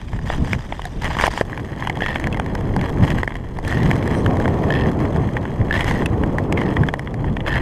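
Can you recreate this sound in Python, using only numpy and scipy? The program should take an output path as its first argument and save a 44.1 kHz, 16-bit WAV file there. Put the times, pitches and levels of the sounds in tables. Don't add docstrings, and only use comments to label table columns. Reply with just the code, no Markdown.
import sys
import numpy as np
from scipy import signal
from scipy.fft import rfft, irfft
from scipy.io import wavfile
from scipy.ndimage import uniform_filter1d

SR = 44100
rng = np.random.default_rng(int(sys.argv[2]) if len(sys.argv) > 2 else 0)


def store_pcm(level_fs):
    pcm = np.round(np.clip(level_fs, -1, 1) * 32767).astype(np.int16)
    wavfile.write(sys.argv[1], SR, np.atleast_2d(pcm).T)


N = 335601

# (frequency [Hz], relative density [dB per Hz])
BUFFET_SPECTRUM = [(40, -12), (62, -1), (100, 1.5), (150, 0.5), (230, -4), (400, -13)]
# (frequency [Hz], relative density [dB per Hz])
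RUSH_SPECTRUM = [(120, -28.5), (210, -3.5), (280, 0.5), (450, -4), (620, -9), (900, -13), (1100, -16),
                 (1400, -27.5), (1850, -31), (2500, -37), (5000, -68.5)]
# (time [s], level of the rush before gusts [dB])
AIRFLOW = [(0.0, -46.5), (0.35, -35), (0.78, -42.5), (1.18, -36.5), (1.4, -38), (1.65, -35), (2.2, -30.5),
           (3.12, -26.5), (3.3, -36.5), (3.55, -33.5), (3.82, -26.5), (4.35, -21), (5.1, -23), (5.48, -30),
           (5.95, -24.5), (6.68, -22.5), (7.05, -33), (7.61, -28.5)]
# (time [s], level [dB])
HEAVE = [(0.0, -35), (0.35, -26), (0.8, -34.5), (1.08, -25.5), (1.7, -43), (2.15, -28.5), (3.1, -27.5),
         (4.0, -35), (4.65, -45), (5.8, -27), (6.4, -31), (7.05, -37), (7.61, -26)]
# (middle [s], length [s], rise of the buffeting [dB])
GUSTS = [(0.2, 0.45, 9.5), (0.414, 0.16, 12), (0.548, 0.17, 9.5), (1.08, 0.3, 3.5), (1.83, 0.1, 5.5),
         (2.326, 0.29, 5), (2.756, 0.28, 6), (3.032, 0.13, 9), (3.174, .16, 9), (3.826, 0.49, 7),
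         (4.2, 0.65, 3), (4.845, 0.14, 4.5), (5.217, 0.34, 5), (5.616, 0.092, 9.5), (5.9, 0.38, 4),
         (6.131, 0.11, 5), (6.81, 0.15, 7.5), (7.258, 0.39, 7), (7.556, 0.077, 9.5)]
CRUISE_DB = -23
BUFFET_DB, BUFFET_SLOPE = -21, 0.71
GUST_HEAVE_SHARE, GUST_RUSH_SHARE = 0.48, 0.35
FLUTTER_DB, SWAY_DB, CRUISE_FLUTTER_SHARE = 1.5, 1.1, 0.65

# (frequency [Hz], relative density [dB per Hz])
SCRAPE_SPECTRUM = [(250, -30), (600, -1.5), (900, 0.5), (1100, 0), (1400, -9), (1650, -0.5), (1850, 3.5),
                   (2150, -4), (2530, -12), (2900, -10.5), (3300, -7), (3750, -35), (4150, -15),
                   (4550, -49), (4950, -24), (5500, -41)]
# (frequency [Hz], relative density [dB per Hz])
SPRAY_AHEAD = [(2500, 1), (3500, 3), (4250, -9.5), (5000, -1.5), (5450, -8), (5900, -4.5), (6850, -9.5),
               (7150, -7), (8000, -14), (8350, -8), (9500, -20), (10200, -17), (10850, -28), (11800, -19),
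               (12900, -27), (14450, -25), (15000, -38)]
# (frequency [Hz], relative density [dB per Hz])
SPRAY_BESIDE = [(2500, 0.5), (3700, 5), (4200, 7), (4600, -1), (5000, 6), (5550, -4), (6400, 5.5),
                (7100, -6), (7450, -2), (7800, -2), (8400, -1.5), (9200, -13), (10400, -7.5), (11700, -5),
                (12800, -12), (13800, -24), (15000, -28)]
# (edge fully dug in [s], length [s], scrape level [dB], spray level [dB], fade [dB/s], digging in [s])
STROKES = [(0.295, 0.13, -28.5, -35, 70, 0.055), (0.46, 0.091, -33.5, -38, 22, 0.067),
           (1.029, 0.2, -23, -33.5, 43, 0.017), (1.208, 0.07, -31, -28.5, 7, 0.034),
           (1.318, 0.093, -35, -34, -11, 0.026), (1.803, 0.16, -33, -54, 34, 0.099),
           (2.016, 0.26, -29, -49, 27, .014), (2.842, 0.2, -30, -48, 60, .04),
           (3.043, 0.17, -29.5, -47, 9, 0.075), (3.686, 0.54, -26.5, -42.5, 27, 0.075),
           (4.75, 0.14, -28, -53, 60, 0.015), (5.76, 0.064, -25, -41, 10, .04),
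           (5.876, 0.15, -21.5, -39, 45, 0.049), (6.6, 0.29, -30.5, -50, 39, 0.046),
           (7.473, 0.13, -25, -54, 37, 0.029)]
# (time [s], scrape level [dB], spray level [dB])
COASTING = [(0.0, -43, -49), (0.95, -44.5, -45), (1.6, -38.5, -55), (2.6, -40, -59), (3.45, -41.5, -62),
            (4.2, -36.5, -51), (5.15, -38, -53.5), (5.45, -39, -58), (6.4, -42.5, -57.5),
            (7.15, -45.5, -76), (7.61, -40, -57)]
EDGE_TRIM_DB = -2.0
LIFT_S = 0.015
TURN_S = 1.45

CHIPS_PER_S, CHIP_DB, CHIP_SLOPE, CHIP_SPREAD_DB = 68, -18.5, 0.6, 6.5

# (frequency [Hz], gain [dB])
CASE_RESPONSE = [(120, -2.5), (450, -5), (860, 3.5), (1050, 2), (1380, -8.5), (1860, -3.5), (2200, -10),
                 (2600, -18), (3330, -6), (4050, -23), (4900, -24.5), (8000, -31.5), (11800, -35),
                 (15000, -61)]
# (time [s], clack pitch [Hz], clack level [dB], knock re clack [dB], tick re clack [dB])
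CLICKS = [(0.132, 1490, -39.5, 8, -19), (0.189, 1740, -35.5, 1.5, -19), (0.3, 1590, -25.5, 6.5, -29),
          (0.531, 2200, -18, -6, -18), (0.723, 1690, -29, 6, -30), (0.793, 1440, -38, 11, -28),
          (0.818, 2350, -34.5, -4, -11), (0.853, 1730, -34, -7, -3.5), (1.043, 1880, -26.5, -7, -11),
          (1.058, 1910, -27.5, -2, -24), (1.168, 1900, -35.5, 11.5, -15), (1.192, 2000, -26, -6, -24),
          (1.198, 1800, -21.5, 0, -26), (1.21, 1830, -23, 2, -16), (1.2378, 1750, -15.5, 4.5, -23),
          (1.2582, 1880, -20.5, -4, -16), (1.266, 2820, -24, 4, -6), (1.277, 1920, -31.5, 17, -14),
          (1.314, 1900, -36, 0, -9), (1.336, 1680, -35, 6, -17), (1.375, 2000, -27.5, 6, -18),
          (1.4105, 2240, -21, 9, -15), (1.529, 1820, -28.5, -7, -35), (1.575, 2150, -32, 1, -18),
          (1.595, 2190, -36, 2, -19), (1.823, 1850, -27.5, 2.5, -28), (1.872, 2330, -24.5, 3, -15),
          (1.897, 1760, -21.5, -1, -17), (1.971, 2630, -36, 9.5, -10), (2.02, 1860, -25, 4.5, -22),
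          (2.061, 1790, -20.5, -8, -20), (2.088, 1780, -26, -2, -21), (2.157, 1950, -21.5, 0, -21),
          (2.198, 1900, -32, 3, -11), (2.24, 2130, -26, -2, -18), (2.27, 1810, -23, -2, -17),
          (2.326, 2550, -32.5, -9, -8.5), (2.344, 2050, -29, -2, -22), (2.371, 1820, -31.5, 3, -16),
          (2.397, 1820, -24.5, 4.5, -16), (2.461, 1820, -33.5, 2, -12), (2.551, 1980, -29.5, 5.5, -9.5),
          (2.763, 1730, -29, 7.5, -10), (2.812, 2040, -29, -1, -10.5), (3.049, 2290, -32.5, 7, -10.5),
          (3.103, 2450, -25.5, -8, -13), (3.117, 1720, -30, -9, -16), (3.184, 1740, -26.5, -2, -18),
          (3.231, 1900, -21.5, 2.5, -22), (3.276, 1860, -20.5, -2.5, -25), (3.32, 1930, -35, 0, -25),
          (3.354, 2040, -31, 0, -18), (3.587, 1930, -35.5, 8.5, -12), (3.648, 2600, -35, -1, -10),
          (3.678, 1850, -31, -6, -6.5), (3.724, 1820, -23, -11, -20), (3.771, 1980, -29, -11, -24),
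          (3.831, 2000, -32, -3, -9), (3.912, 2000, -19.5, -1, -16), (3.963, 1670, -33, -2, -13),
          (4.025, 2010, -31, 0, -15), (4.076, 1900, -31, 7.5, -9.5), (4.111, 1800, -31, -3, -13),
          (4.261, 1520, -21.5, -3, -19), (4.369, 1840, -31.5, 0, -12), (4.399, 1640, -30.5, 0, -14),
          (4.455, 1640, -25, 4, -23), (4.478, 1870, -28, 6, -16), (4.858, 1900, -31, 4, -28),
          (5.002, 1815, -36, 5, -10), (5.051, 1870, -32, -12, -22), (5.161, 1550, -32, 6, -17),
          (5.367, 1950, -24, -2, -25), (5.453, 1745, -31.5, 4.5, -29), (5.613, 1800, -34, -4, -26),
          (5.807, 2320, -21, -16, -17), (5.843, 1770, -28, -2, -8.5), (5.91, 2020, -25.5, 2.5, -13),
          (6.02, 1900, -28.5, 4, -23), (6.06, 2600, -25.5, -12, -9), (6.235, 1760, -26.5, 2, -23),
          (6.383, 1750, -22, -2, -21), (6.524, 2210, -24.5, 3, -11), (6.575, 2085, -32, 3, -18),
          (6.615, 1740, -25.5, 1, -21), (6.767, 1750, -20.5, -8, -26), (6.834, 1740, -22, -5, -26),
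          (6.886, 2000, -21.5, 1, -21), (6.938, 1900, -23.5, 2.5, -17), (6.993, 2040, -28.5, -2, -14.5),
          (7.073, 1790, -30.5, -3, -27), (7.141, 1900, -35, 1, -12), (7.242, 1770, -34.5, 7, -27),
          (7.367, 2120, -28.5, 1, -20), (7.404, 2380, -31.5, 0, -25), (7.556, 1810, -22, -2.5, -20),
          (7.567, 1810, -22, -15, -27)]
SNAP_S, SNAP_DB, SNAP_SPREAD_DB = 0.0016, -4, 3

# (time [s], starting pitch [Hz], starting level [dB], 60 dB decay [s], glide [Hz/s])
POLES = [(0.854, 735, -21.5, 0.069, -1200), (0.853, 1650, -28, 0.025, 12000),
         (2.327, 2600, -22.5, 0.033, 9000), (2.345, 2050, -18.5, 0.032, 6000),
         (6.059, 2680, -15.5, 0.024, -12000), (6.058, 9900, -27, 0.012, 0),
         (6.575, 2180, -15, 0.039, -14000)]

# (frequency [Hz], relative level [dB], 60 dB decay [s])
BLADE_MODES = [(1775, 9, 0.05), (1830, 3, 0.048), (2635, -4.5, 0.028), (2950, -12, 0.04),
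               (3260, -3.5, 0.018), (4200, -14, 0.018), (4960, -17, 0.031)]
# (time [s], level of the first touch [dB], gap to its first bounce [s])
LANDINGS = [(2.006, -22, .014), (4.704, -17, 0.019), (5.709, -15, .017), (7.464, -21, 0.0078)]
BOUNCE_RATIO, BOUNCE_LOSS_DB = 0.82, 2.2

# (start [s], end [s], first pitch [Hz], last pitch [Hz], level [dB])
CHATTERS = [(2.036, 2.145, 1840, 1830, -29.5), (3.675, 3.834, 1750, 1950, -34),
            (4.762, 4.84, 1786, 1800, -30), (5.755, 5.798, 1780, 1950, -26.5),
            (5.82, 6.02, 2000, 1800, -33), (6.575, 6.697, 2030, 1780, -36.5),
            (7.495, 7.566, 1779, 1770, -25.5)]
CHATTER_MIN_GAP_S, CHATTER_MAX_GAP_S = 0.006, 0.017
CHATTER_SPREAD_DB, CHATTER_DAMPING = 2.5, 1.5

# (centre [Hz], width [Hz])
SWISH_BANDS = [(5750, 600), (8800, 1100)]
SWISH_S, SWISH_LENGTH_S, SWISH_DB = 4.18, 0.1, -49

WHINE_HZ, WHINE_DB, HISS_DB = 14625, -86, -64.5
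TOP_HZ = 14800


def undb(db):
    return 10 ** (np.asarray(db) / 20)


def unit(x):
    return x / np.sqrt(np.mean(x ** 2) + 1e-18)


def curves(table):
    s, *columns = np.transpose(table)
    return [np.interp(np.arange(N) / SR, s, column) for column in columns]


def colour(x, points, size=8192):
    hz, db = np.transpose(points)
    f = np.maximum(np.arange(size // 2 + 1) * SR / size, 1)
    gain = undb(np.interp(np.log(f), np.log(hz), db))
    cepstrum = irfft(np.log(gain))
    cepstrum[1:size // 2] *= 2
    cepstrum[size // 2 + 1:] = 0
    impulse = irfft(np.exp(rfft(cepstrum)))
    return signal.fftconvolve(x, impulse)[:len(x)]


def band(x, hz, kind, order=3):
    return signal.sosfilt(signal.butter(order, hz, kind, fs=SR, output="sos"), x)


def walk(rate):
    k = max(int(SR / rate), 1)
    steps = np.repeat(rng.standard_normal(N // k + 1), k)
    return unit(uniform_filter1d(steps, k)[:N])


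def grains(rate, spread_db):
    size = undb(spread_db * np.minimum(rng.exponential(size=N), 4))
    happens = rng.random(N) < rate / SR
    return unit(happens * size * rng.choice([-1, 1], N))


def add(out, s, sound):
    i = max(int(s * SR), 0)
    out[i:i + len(sound)] += sound[:max(N - i, 0)]


def steady(x, size=4096):
    return x / np.sqrt(uniform_filter1d(x ** 2, size) + 1e-18)


def gusts():
    t = np.arange(N) / SR
    return sum(db * np.cos(np.pi * np.clip((t - s) / length, -0.5, 0.5)) ** 2 for s, length, db in GUSTS)


def wind():
    flow_db, gust_db = curves(AIRFLOW)[0], gusts()
    heave_db = curves(HEAVE)[0] + GUST_HEAVE_SHARE * gust_db
    buffet_db = BUFFET_DB + BUFFET_SLOPE * (flow_db - CRUISE_DB) + gust_db
    rush_db = flow_db + GUST_RUSH_SHARE * gust_db
    unrest = np.clip((CRUISE_DB - flow_db) / 10, CRUISE_FLUTTER_SHARE, 1)
    flutter = undb(unrest * (FLUTTER_DB * walk(45) + SWAY_DB * walk(12)))
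    heave = unit(band(rng.standard_normal(N), [18, 66], "bandpass"))
    buffet = unit(band(colour(rng.standard_normal(N), BUFFET_SPECTRUM), 225.0, "lowpass"))
    rush = steady(colour(rng.standard_normal(N), RUSH_SPECTRUM))
    return heave * undb(heave_db) + flutter * (buffet * undb(buffet_db) + rush * undb(rush_db))


def hiss():
    return undb(HISS_DB) * unit(band(rng.standard_normal(N), 8900, "lowpass"))


def whine():
    return undb(WHINE_DB) * unit(np.sin(2 * np.pi * WHINE_HZ * np.arange(N) / SR))


def edge_levels():
    t = np.arange(N) / SR
    power = undb(curves(COASTING)) ** 2
    for start, length, scrape_db, spray_db, fade_db_per_s, bite_s in STROKES:
        age = t - start
        dig_in = np.clip(1 + age / bite_s, 0, 1)
        lift = np.clip(1 - (age - length) / LIFT_S, 0, 1)
        push = dig_in * lift * undb(-fade_db_per_s * np.clip(age, 0, length))
        power = power + np.outer(undb([scrape_db, spray_db]), push) ** 2
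    return 10 * np.log10(power)


def patchy(x, spread_db, size=256):
    frames = signal.stft(x, nperseg=size)[2]
    flare = rng.standard_normal(frames.shape)
    for axis in (0, 1):
        flare = uniform_filter1d(flare, size=3, axis=axis)
    flared = frames * undb(spread_db * unit(flare))
    return unit(signal.istft(flared, nperseg=size)[1][:len(x)])


def skates():
    scrape_db, spray_db = edge_levels()
    ahead = np.clip((TURN_S - np.arange(N) / SR) / 0.03, 0, 1)
    bite = unit(walk(70) + 0.61 * walk(28))
    crush = grains(rate=900, spread_db=3.0) * undb(3.56 * bite + 3.1 * walk(300))
    fine = unit(grains(rate=4000, spread_db=1.0) * undb(1.5 * bite + 2.0 * walk(160)))
    dust = fine + undb(-5) * unit(crush)
    growl = unit(band(crush, [780, 1080], "bandpass", order=2)) * ahead * undb(-12.0)
    scrape = unit(colour(crush, SCRAPE_SPECTRUM)) + growl
    spray = ahead * unit(colour(dust, SPRAY_AHEAD)) + (1 - ahead) * unit(colour(dust, SPRAY_BESIDE))
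    spray = patchy(spray, spread_db=4.0)
    return scrape * undb(scrape_db + EDGE_TRIM_DB) + spray * undb(spray_db + EDGE_TRIM_DB)


def chips():
    out, t = np.zeros(N), np.arange(SR // 60) / SR
    scrape_db, _ = edge_levels()
    crack = t * np.exp(-t / 0.00094)
    for when, size, thinness, force in rng.random((int(CHIPS_PER_S * N / SR), 4)):
        snap = rng.standard_normal(len(t)) * crack
        clack = unit(colour(snap, CASE_RESPONSE, size=512)) * undb(-18 * thinness)
        tick = unit(colour(snap, SPRAY_BESIDE, size=512)) * undb(-21.5)
        db = CHIP_DB + CHIP_SLOPE * scrape_db[int(when * N)] + CHIP_SPREAD_DB * (size + force - 1)
        add(out, when * N / SR, (clack + tick) * undb(db))
    return out


def clicks():
    out, t = np.zeros(N), np.arange(SR // 20) / SR
    contact = (1 - np.exp(-t / 0.0007)) ** 2 * (np.exp(-t / 0.0017) + 0.03 * np.exp(-t / 0.005))
    noises = rng.standard_normal((len(CLICKS), len(t)))
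    crunches = np.array([colour(unit(noise * contact), CASE_RESPONSE, size=1024) for noise in noises])
    snap_db = SNAP_DB + SNAP_SPREAD_DB * rng.standard_normal((len(CLICKS), 1))
    snap = colour(unit(signal.unit_impulse(len(t), int(SNAP_S * SR))), CASE_RESPONSE, size=1024)
    taps = crunches + undb(snap_db) * snap
    knocks = band(taps, 1124, "lowpass", order=5)
    clacks = band(taps, [1300, 3500], "bandpass")
    ticks = band(crunches, 3980, "highpass", order=6)
    for (s, hz, db, knock_db, tick_db), knock, clack, tick in zip(CLICKS, knocks, clacks, ticks):
        clack = band(clack, [hz / 1.14, hz * 1.232], "bandpass", order=1)
        tap = unit(clack) + undb(knock_db) * unit(knock) + undb(tick_db) * unit(tick)
        add(out, s - 0.0004, undb(db) * tap / np.sqrt(5))
    return out


def poles():
    out, t = np.zeros(N), np.arange(SR // 8) / SR
    for s, hz, db, t60, glide in POLES:
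        add(out, s, undb(db - 60 * t / t60) * np.sin(2 * np.pi * (hz + glide * t / 2) * t))
    return out


def strike(pitch, damping, crack_db):
    t = np.arange(SR // 14) / SR
    ring = np.zeros(len(t))
    for hz, db, t60 in BLADE_MODES:
        load, share = rng.standard_normal(2)
        decay = undb(db + 3.3 * share - 60 * damping * t / t60)
        mode_hz = hz * pitch * (1 + 0.007 * load)
        ring += decay * np.sin(2 * np.pi * mode_hz * t + np.pi * load)
    steel = ring * (1 - np.exp(-t / 0.0006)) * (1 + np.exp(-t / 0.005))
    contact = t * np.exp(-t / 0.0009)
    crack = colour(rng.standard_normal(len(t)) * contact, CASE_RESPONSE, size=512)
    crack = band(crack, 1700, "highpass", order=1)
    return steel / np.abs(steel).max() * undb(6.5) + crack / np.abs(crack).max() * undb(crack_db)


def blade():
    out = np.zeros(N)
    for s, db, gap in LANDINGS:
        for bounce in range(4):
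            if bounce:
                touch = strike(1, 1.3, crack_db=1.5)
            else:
                touch = strike(0.97, 1.15, crack_db=-3.5)
            add(out, s, touch * undb(db - BOUNCE_LOSS_DB * bounce))
            s += gap * BOUNCE_RATIO ** bounce
    return out


def chatter():
    out = np.zeros(N)
    for start, end, first_hz, last_hz, db in CHATTERS:
        rasp, s = np.zeros(N), start
        length = max(end - start, 0.01)
        while s < start + length:
            hz = first_hz + (last_hz - first_hz) * (s - start) / length
            slip = strike(hz / BLADE_MODES[0][0], CHATTER_DAMPING, crack_db=-3.5)
            add(rasp, s, slip * undb(CHATTER_SPREAD_DB * rng.uniform(-0.56, 1)))
            s += rng.uniform(CHATTER_MIN_GAP_S, CHATTER_MAX_GAP_S)
        out += unit(rasp) * np.sqrt(length * SR / N) * undb(db)
    return out


def swish():
    air = np.zeros(N)
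    for hz, width in SWISH_BANDS:
        edges = [hz - width / 2, hz + width / 2]
        air += unit(band(rng.standard_normal(N), edges, "bandpass", order=2))
    age = np.arange(N) / SR - SWISH_S
    swell = np.cos(np.pi * np.clip(age / SWISH_LENGTH_S, -0.5, 0.5))
    return unit(air) * swell * undb(SWISH_DB)


def scene():
    air = wind() + hiss() + whine()
    ice = skates() + chips() + swish()
    contacts = clicks() + poles() + blade() + chatter()
    return (air + ice + contacts)[None]


def record(dry):
    rounded = dry / (1 + (dry / 0.9) ** 6) ** (1 / 6)
    return signal.sosfilt(signal.ellip(8, 0.2, 70, TOP_HZ, fs=SR, output="sos"), rounded)


dry = scene()
out = record(dry)
store_pcm(out)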